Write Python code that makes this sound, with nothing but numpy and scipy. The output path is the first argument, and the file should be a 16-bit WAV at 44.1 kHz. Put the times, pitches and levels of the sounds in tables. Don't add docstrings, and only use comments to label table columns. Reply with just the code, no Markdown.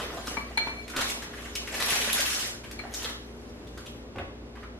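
import sys
import numpy as np
from scipy import signal
from scipy.fft import rfft, irfft, next_fast_len
from scipy.io import wavfile
from scipy.ndimage import uniform_filter1d

SR = 44100
rng = np.random.default_rng(int(sys.argv[2]) if len(sys.argv) > 2 else 0)


def put_to_file(sound):
    columns = np.atleast_2d(sound).T
    safe = np.clip(columns, -1, 1)
    whole_steps = np.round(safe * 32767)
    wavfile.write(sys.argv[1], SR, whole_steps.astype(np.int16))


N = 211239


def crackle(snaps_per_s=9000, spread_db=2.5, clump_db=0.5, patch_db=4.0):
    # frequency in Hz, level in dB.
    tone = [(180, -10), (300, -3), (600, 2), (1180, 5), (1970, 6), (2170, 3.5), (2790, 2.5), (8700, -12.5),
            (11300, -12.5), (13600, -15.5), (15500, -70)]
    # start and hold in seconds, relative level in dB,
    # then fizz and body in dB above that level.
    spells = [(0, 0.019, -33.5, -10.5, 1.5), (0.134, 0.045, -45.5, -3.5, 6),
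              (0.261, 0.07, -43.5, -2.5, 2.5), (0.378, 0.27, -53, -7.5, 2), (0.583, 0.25, -53.5, -6, 4.5),
              (0.892, .03, -66, 2, 17), (0.981, 0.027, -31.5, -11.5, -2), (1.083, 0.01, -47, 9.5, -16),
              (1.153, 0.21, -50, -13, 3.5), (1.369, 0.32, -48.5, -4, -2.5), (1.73, 0.13, -36, -5, -0.5),
              (1.881, 0.098, -37, 2.5, -2), (2.006, 0.11, -36.5, -3.5, -3.5),
              (2.154, 0.068, -36.5, 3.5, -3.5), (2.284, 0.064, -38.5, 2.5, -6),
              (2.387, 0.088, -39.5, 0, -4.5), (2.674, 0.24, -52.5, -8.5, 2.5), (2.947, 0.034, -48, 5, 1),
              (3.033, 0.062, -41.5, -7.5, -3.5), (3.23, 0.76, -63.5, -1.5, -9), (3.838, 0.04, -61, -5, 1),
              (4.18, 0.029, -55.5, -23, 15), (4.58, 0.026, -60, -6.5, 3)]
    t = np.arange(N) / SR
    size_db = spread_db * np.minimum(rng.exponential(1, N), 3.5)
    size_db += clump_db * np.clip(wander(90), -2, 1.1)
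    clicks = gain_of(size_db) * rng.choice([-1., 1.], N) * (rng.random(N) < snaps_per_s / SR)
    bands = signal.stft(coloured(clicks, tone), nperseg=256)[2]
    patches = uniform_filter1d(rng.standard_normal(bands.shape), size=4, axis=0)
    patches = uniform_filter1d(patches, size=6, axis=1)
    film = signal.istft(bands * gain_of(patch_db * evened(patches)), nperseg=256)[1][:N]
    body = coloured(film, [(700, 4), (1300, -25.5)])
    fizz = coloured(film, [(3300, -34.5), (5500, 0)])
    middle, fizz, body = evened(film - body - fizz), evened(fizz), evened(body)
    return sum(spell(t, start, hold, db) * (middle + gain_of(fizz_db) * fizz + gain_of(body_db) * body)
               for start, hold, db, fizz_db, body_db in spells)


def spell(t, start, hold, db, swell_db_per_s=416, fade_db_per_s=169):
    before, after = np.maximum(start - t, 0), np.maximum(t - start - hold, 0)
    return gain_of(db - swell_db_per_s * before - fade_db_per_s * after)


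def knocks(fade_s=0.076):
    # start in seconds, relative level in dB, pitch in Hz, brightness in dB, rise in seconds.
    hits = [(0.0946, -19.5, 1290, -28, 0.0023), (0.172, -22.5, 1430, -25, 0.0026),
            (0.2679, -11.5, 1420, -3, 0.0023), (0.3083, -20, 895, -31, 0.0031),
            (0.368, -9.5, 1090, -41, 0.0015), (0.5759, -8.5, 3950, -18.5, 0.001),
            (0.67, -13.5, 1030, -24.5, 0.00093), (0.8792, -19.5, 2380, -2, 0.00046),
            (0.8977, -19.5, 1450, 10, 0.0013), (0.9345, -17, 1500, -35, 0.0015),
            (0.948, -17, 1500, -32, .003), (0.963, -5.5, 1600, -4, 0.00083),
            (0.974, -13, 1510, -16, 0.0024), (0.9849, -11, 1450, -7, 0.0027),
            (1.005, -8.5, 1530, 8, 0.0081), (1.0408, -15, 1890, 5, 0.0025), (1.079, -20, 3970, 26, .012),
            (1.098, -11, 2240, 13, 0.0014), (1.217, -17, 2050, 0, 0.0094),
            (1.329, -19.5, 1770, -17, 0.0057), (1.4195, -22.5, 1310, -13, 0.0021),
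            (1.4529, -20.5, 2250, -12, 0.0013), (1.5526, -9, 2700, 9, 0.0013),
            (1.6146, -24, 1100, -10, 0.0026), (1.672, -15, 2500, -8, 0.0012),
            (1.739, -12, 2530, -2, 0.0036), (1.772, -18.5, 1600, -1, .006), (1.795, -7, 1950, -3, 0.0086),
            (1.805, -22, 11000, -4, 0.0016), (1.8228, -9, 1780, 14, 0.0014), (1.856, -11, 12000, 6, 0.0017),
            (1.88, -8.5, 2530, 5, 0.01), (1.9044, -6, 2720, 13, 0.0011), (1.92, -6, 2090, -3, 0.0027),
            (1.951, -6.5, 2450, 3, 0.0051), (2.008, -13, 3940, 4, 0.0067), (2.04, -11, 2520, 18, 0.0041),
            (2.0748, -13, 2540, -3, 0.0041), (2.096, -9.5, 2980, -5, 0.0028),
            (2.127, -10.5, 3660, 3, 0.0016), (2.125, -8.5, 11200, 17, 0.0026),
            (2.155, -15, 2300, -3, 0.011), (2.175, -7.5, 2300, -2, 0.0078), (2.201, -6, 1530, 19, 0.004),
            (2.25, -8.5, 2870, 2, 0.0075), (2.3, -12.5, 2620, 8, 0.0024), (2.327, -13, 2600, 4, 0.0054),
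            (2.3452, -14.5, 5890, 2, 0.0028), (2.388, -12.5, 2980, 9, 0.0088),
            (2.424, -17, 5140, 2, 0.0041), (2.634, -22, 2800, -8, 0.008), (2.711, -20.5, 1760, 15, 0.00082),
            (2.7934, -20, 2300, -18, 0.0013), (2.8364, -24.5, 2000, -19, 0.0014),
            (2.9414, -14, 7100, 13, 0.00088), (2.988, -22.5, 2960, 0, 0.0038), (3.0237, -22, 1110, 2, .002),
            (3.027, -20, 12000, 10, 0.0018), (3.044, -16.5, 3620, 3, 0.0029),
            (3.052, -15.5, 1840, -18, .002), (3.0896, -19, 1310, -6, 0.0055), (3.489, -40, 6000, 11, .002),
            (3.5494, -51, 6000, 8, .002), (3.67, -31, 3600, 2, 0.0018), (3.7742, -22, 1560, -7, 0.0011),
            (3.797, -30, 1530, -10, 0.0052), (3.814, -33, 1410, -25, 0.0046),
            (3.858, -22.5, 3180, 5, 0.0035), (3.885, -42, 3200, 0, .008), (4.1582, -28, 2450, -18, 0.00091),
            (4.1828, -16.5, 3360, -23.5, 0.00057), (4.214, -23.5, 1630, -35, .003),
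            (4.462, -39, 1040, -17, .001), (4.554, -28, 1830, -17, .001), (4.567, -25.5, 1200, -30, 0.0018),
            (4.626, -22, 1420, -25, 0.0061)]
    out, t = np.zeros(N), np.arange(6000) / SR
    bursts = rng.standard_normal((len(hits), len(t)))
    for (start, db, hz, bright_db, rise), burst in zip(hits, bursts):
        tone = [(120, -5.5), (350, -5), (800, -11.5), (1100, -0.94), (2000, 1),
                (3500, 0.81 * bright_db + 7.5), (6000, bright_db + 1.5),
                (12000, bright_db - 6), (15500, bright_db - 5.5)]
        shape = gain_of(-60 * t / fade_s) * (1 - np.exp(-t / rise)) ** 2
        blow = coloured(np.pad(shape * burst, (200, 0)), tone)
        decay = np.exp(-np.pi * .3 * hz / SR)
        ring = signal.lfilter([1 - decay], [1, -2 * decay * np.cos(2 * np.pi * hz / SR), decay**2], blow)
        sound = evened(blow) + 0.81 * evened(ring)
        loudest = np.sqrt(uniform_filter1d(sound ** 2, size=400).max())
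        add(out, start - 200 / SR, gain_of(db) * sound / (4 * loudest))
    return out


def sharp_clicks(decay_s=0.00037):
    # start in seconds, relative level in dB, pitch in Hz.
    clicks = [(.2805, -17, 2510), (0.576, -14, 2000), (0.9642, -15, 3000), (.968, -10, 1990),
              (1.5537, -12, 5500), (1.559, -33, 3970), (1.8253, -7, 3900), (1.806, -19, 11000),
              (1.858, -16, 12000), (1.9044, -9, 10200), (2.132, -2, 11100), (2.205, -10, 3000),
              (2.266, -16, 10600), (2.127, -27, 5030), (2.9398, -14.5, 6370), (2.945, -16, 7100),
              (3.0455, -11, 3700), (3.023, -18, 3000), (3.051, -14, 4020), (2.303, -21, 5970),
              (2.348, -13.5, 5940), (2.425, -18, 5100), (2.712, -26, 1800), (2.838, -23, 1500),
              (3.7748, -28, 1600), (4.161, -25, 2400), (4.187, -24, 2800), (4.463, -42, 1200),
              (4.555, -31, 1800)]
    out, t = np.zeros(N), np.arange(200) / SR
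    for start, db, hz in clicks:
        add(out, start, gain_of(db) * np.exp(-t / decay_s) * np.sin(2 * np.pi * hz * t))
    return out


def clinks(flutter_db=4.5, flutter_grows_s=0.11):
    # start in seconds, relative level in dB, hardness in dB per octave above 2300 Hz,
    # boost of the jar's low tones in dB, share of the full ring time.
    strikes = [(0.3690, -33.5, -8, 0, 0.56), (.5734, -27, 7.5, -3.5, 0.65), (.670, -50, -11, 14.5, 0.56),
               (0.7036, -51, 12, 9, 0.25), (.742, -46.5, 0.5, -19, 0.96), (.835, -64, 2, -3, 0.38),
               (2.790, -39, 8, -9, 0.22)]
    # pitch in Hz, front and side levels in dB,
    # seconds to fade by 60 dB, front and side starting signs.
    tones = [(860, -4, -8, .25, 1, 1), (894, -2, -8, .3, 1, 1), (912, 1, -2, .1, 1, 1),
             (6465, -31, -31, .3, 1, 1), (9050, -25, -30, .08, 1, 1), (11030, -22, -28, .04, 1, 1),
             (2279, -5.2, -23, .48, 1, 1), (2298.9, 7, 1, .39, 1, 1), (2303.2, 10.4, -3.2, .11, -1, -1),
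             (2304.9, -29, -6.9, 1.41, -1, 1), (2314.6, .4, -3.3, .53, 1, 1),
             (4221.8, -45, -21, .84, -1, -1), (4205, -6.5, -14.4, .58, -1, 1),
             (4193.2, -16, -26.7, .95, 1, -1), (4174.5, -6, -6, .08, -1, 1)]
    out, t = np.zeros((2, N)), np.arange(SR // 2) / SR
    flutter = {round(hz / 2000): flutter_db * wander(70) for hz, *_ in tones}
    growth = np.minimum(t / flutter_grows_s, 1) ** 2
    for start, db, hardness_db, low_db, share in strikes:
        now = slice(round(start * SR), round(start * SR) + len(t))
        ring = np.zeros((2, len(t)))
        for hz, front_db, side_db, fade_s, *signs in tones:
            strike_db = hardness_db * max(np.log2(hz / 2300), 0) + low_db * (hz < 1000)
            ring_db = growth * flutter[round(hz / 2000)][now] - 60 * t / (share * fade_s)
            wave = gain_of(strike_db + ring_db) * np.sin(2 * np.pi * hz * t)
            ring += np.outer(gain_of([front_db, side_db]) * signs, wave)
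        for mix, sound in zip(out, ring):
            add(mix, start, gain_of(db) * sound * (1 - np.exp(-t / 0.001)))
    return out


def taps():
    # start in seconds, relative level in dB, pitch in Hz, seconds to fade by 60 dB.
    thuds = [(0.279, -24.5, 253, 0.039), (.34, -28.5, 490, 0.048), (.965, -25, 265, 0.1),
             (.99, -28, 540, 0.088), (1.92, -28.5, 399, .08), (2.074, -29, 232.6, 0.19),
             (2.074, -21, 573, 0.04), (2.194, -19, 602, 0.031), (2.836, -31.5, 672, 0.076),
             (2.852, -19, 770, 0.019), (2.871, -34, 660, 0.029), (3.048, -27, 500, 0.058),
             (4.168, -30, 91, 0.17), (4.179, -30.5, 91.5, .08), (4.212, -34, 96, 0.26),
             (4.192, -27, 385, .04)]
    out, t = np.zeros(N), np.arange(SR // 8) / SR
    attack = 1 - np.exp(-t / 0.00083)
    for start, db, hz, fade_s in thuds:
        add(out, start, gain_of(db - 60 * t / fade_s) * np.sin(2 * np.pi * hz * t) * attack)
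    return out


def tray_thumps():
    # start in seconds, relative level in dB.
    touches = [(4.156, -36), (4.171, -38), (4.184, -34), (4.2, -36), (4.214, -59)]
    # pitch in Hz, relative level in dB, seconds to fade by 60 dB.
    tones = [(220, -3, 0.061), (261, 1, 0.12), (393, -3, 0.095), (553, 2, 0.1), (752, 8, 0.033),
             (1120, 0, 0.054), (1497, -1.5, 0.049)]
    out, t = np.zeros(N), np.arange(SR // 4) / SR
    thump = sum(gain_of(db - 60 * t / fade_s) * np.sin(2 * np.pi * hz * t) for hz, db, fade_s in tones)
    for start, db in touches:
        add(out, start, gain_of(db) * thump * (1 - np.exp(-t / 0.00095)))
    return out


def kitchen(sound):
    # frequency in Hz, seconds for the wash to fade by 60 dB.
    fade_times = [(250, 0.51), (1000, 0.49), (4000, 0.49), (12000, 0.26)]
    # delay in seconds, relative level in dB.
    echoes = [(.004, -14), (.009, -13), (.016, -12)]
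    bounces = np.zeros((2, SR // 2))
    arrivals = np.arange(300, SR // 2 - 20, 20)
    arrivals = arrivals + rng.integers(0, 20, (2, len(arrivals)))
    np.put_along_axis(bounces, arrivals, rng.choice([-1., 1.], arrivals.shape), 1)
    hz, t, bands = signal.stft(bounces, SR, nperseg=256)
    fade = gain_of(-60 * t / curve_at(fade_times, hz)[:, None])
    tail = signal.istft(bands * fade, SR, nperseg=256)[1]
    tail /= np.linalg.norm(tail[0])
    tail[0] *= gain_of(-1.5)
    for k, (delay, db) in enumerate(echoes):
        tail[:, round(delay * SR)] += gain_of(db) * np.array([1, (-1) ** k])
    return signal.fftconvolve(sound[None], tail, axes=1)[:, :N]


def room_tone(air_db=-46):
    # frequency in Hz, relative level in dB.
    air_tone = [(12, -33), (20, -21), (59, 2), (161, -5), (225, -1), (282, -2), (416, -5.5), (465, -5.5),
                (746, -12.5), (5530, -35), (10500, -46), (12800, -49), (13900, -44), (15500, -88)]
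    # pitch in Hz, level in dB.
    motor = [(59.2, -44.5), (118.5, -56.5), (236.9, -48.5), (296.1, -54.5), (355.3, -54), (414.5, -51.5),
             (504, -56), (592.2, -59)]
    air = coloured(rng.standard_normal((2, N)), air_tone)
    air = gain_of(air_db + 0.64 * wander(4.2)) * evened(air)
    t = np.arange(N) / SR
    hum = sum(gain_of(db + 1.6 * wander(5.9)) * np.sin(2 * np.pi * hz * t + 0.92 * wander(4))
              for hz, db in motor)
    return air + hum * np.array([[1], [.6]])


def gain_of(db):
    return 10 ** (np.asarray(db) / 20)


def evened(x):
    return x / np.sqrt(np.mean(x ** 2) + 1e-20)


def curve_at(points, hz):
    frequencies, values = np.transpose(points)
    return np.interp(np.log(hz + 1), np.log(frequencies + 1), values)


def coloured(x, points):
    size = next_fast_len(x.shape[-1])
    gains = gain_of(curve_at(points, np.fft.rfftfreq(size, 1 / SR)))
    return irfft(rfft(x, size) * gains, size)[..., :x.shape[-1]]


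def add(mix, start_s, sound):
    part = mix[max(round(start_s * SR), 0):][:len(sound)]
    part += sound[:len(part)]


def wander(per_s):
    count = int(N / SR * per_s) + 3
    steps = np.interp(np.arange(N) / N * (count - 2), np.arange(count), rng.standard_normal(count))
    return uniform_filter1d(steps, size=N // count // 2)


def scene():
    glass, glass_side = clinks()
    near = crackle() + gain_of(-5) * knocks() + sharp_clicks() + taps() + tray_thumps()
    mid, side = gain_of(-9) * kitchen(near) + gain_of([[-20], [-19]]) * kitchen(glass) + room_tone()
    mid = mid + gain_of(-3.5) * near + glass
    side = side + gain_of(-0.5) * glass_side - gain_of(-26) * np.roll(near, 4)
    return np.array([mid + side, mid - side])


def record(dry):
    # frequency in Hz, side gain in dB.
    width = [(60, -60), (110, -14), (200, -12.5), (380, -8.5), (700, -6), (1290, 0), (2380, 4.5),
             (4400, 7.5), (8120, 7.5), (15000, 11.5)]
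    mid = (dry[0] + dry[1]) / 2
    side = coloured((dry[0] - dry[1]) / 2, width)
    pair = coloured(np.array([mid + side, mid - side]), [(12500, -1.5), (14000, -6.5), (15500, -49)])
    top_cut = signal.firwin(511, 15800, window=("kaiser", 9), fs=SR)
    return signal.oaconvolve(pair, top_cut[None], "same")


dry = scene()
out = record(dry)
put_to_file(out)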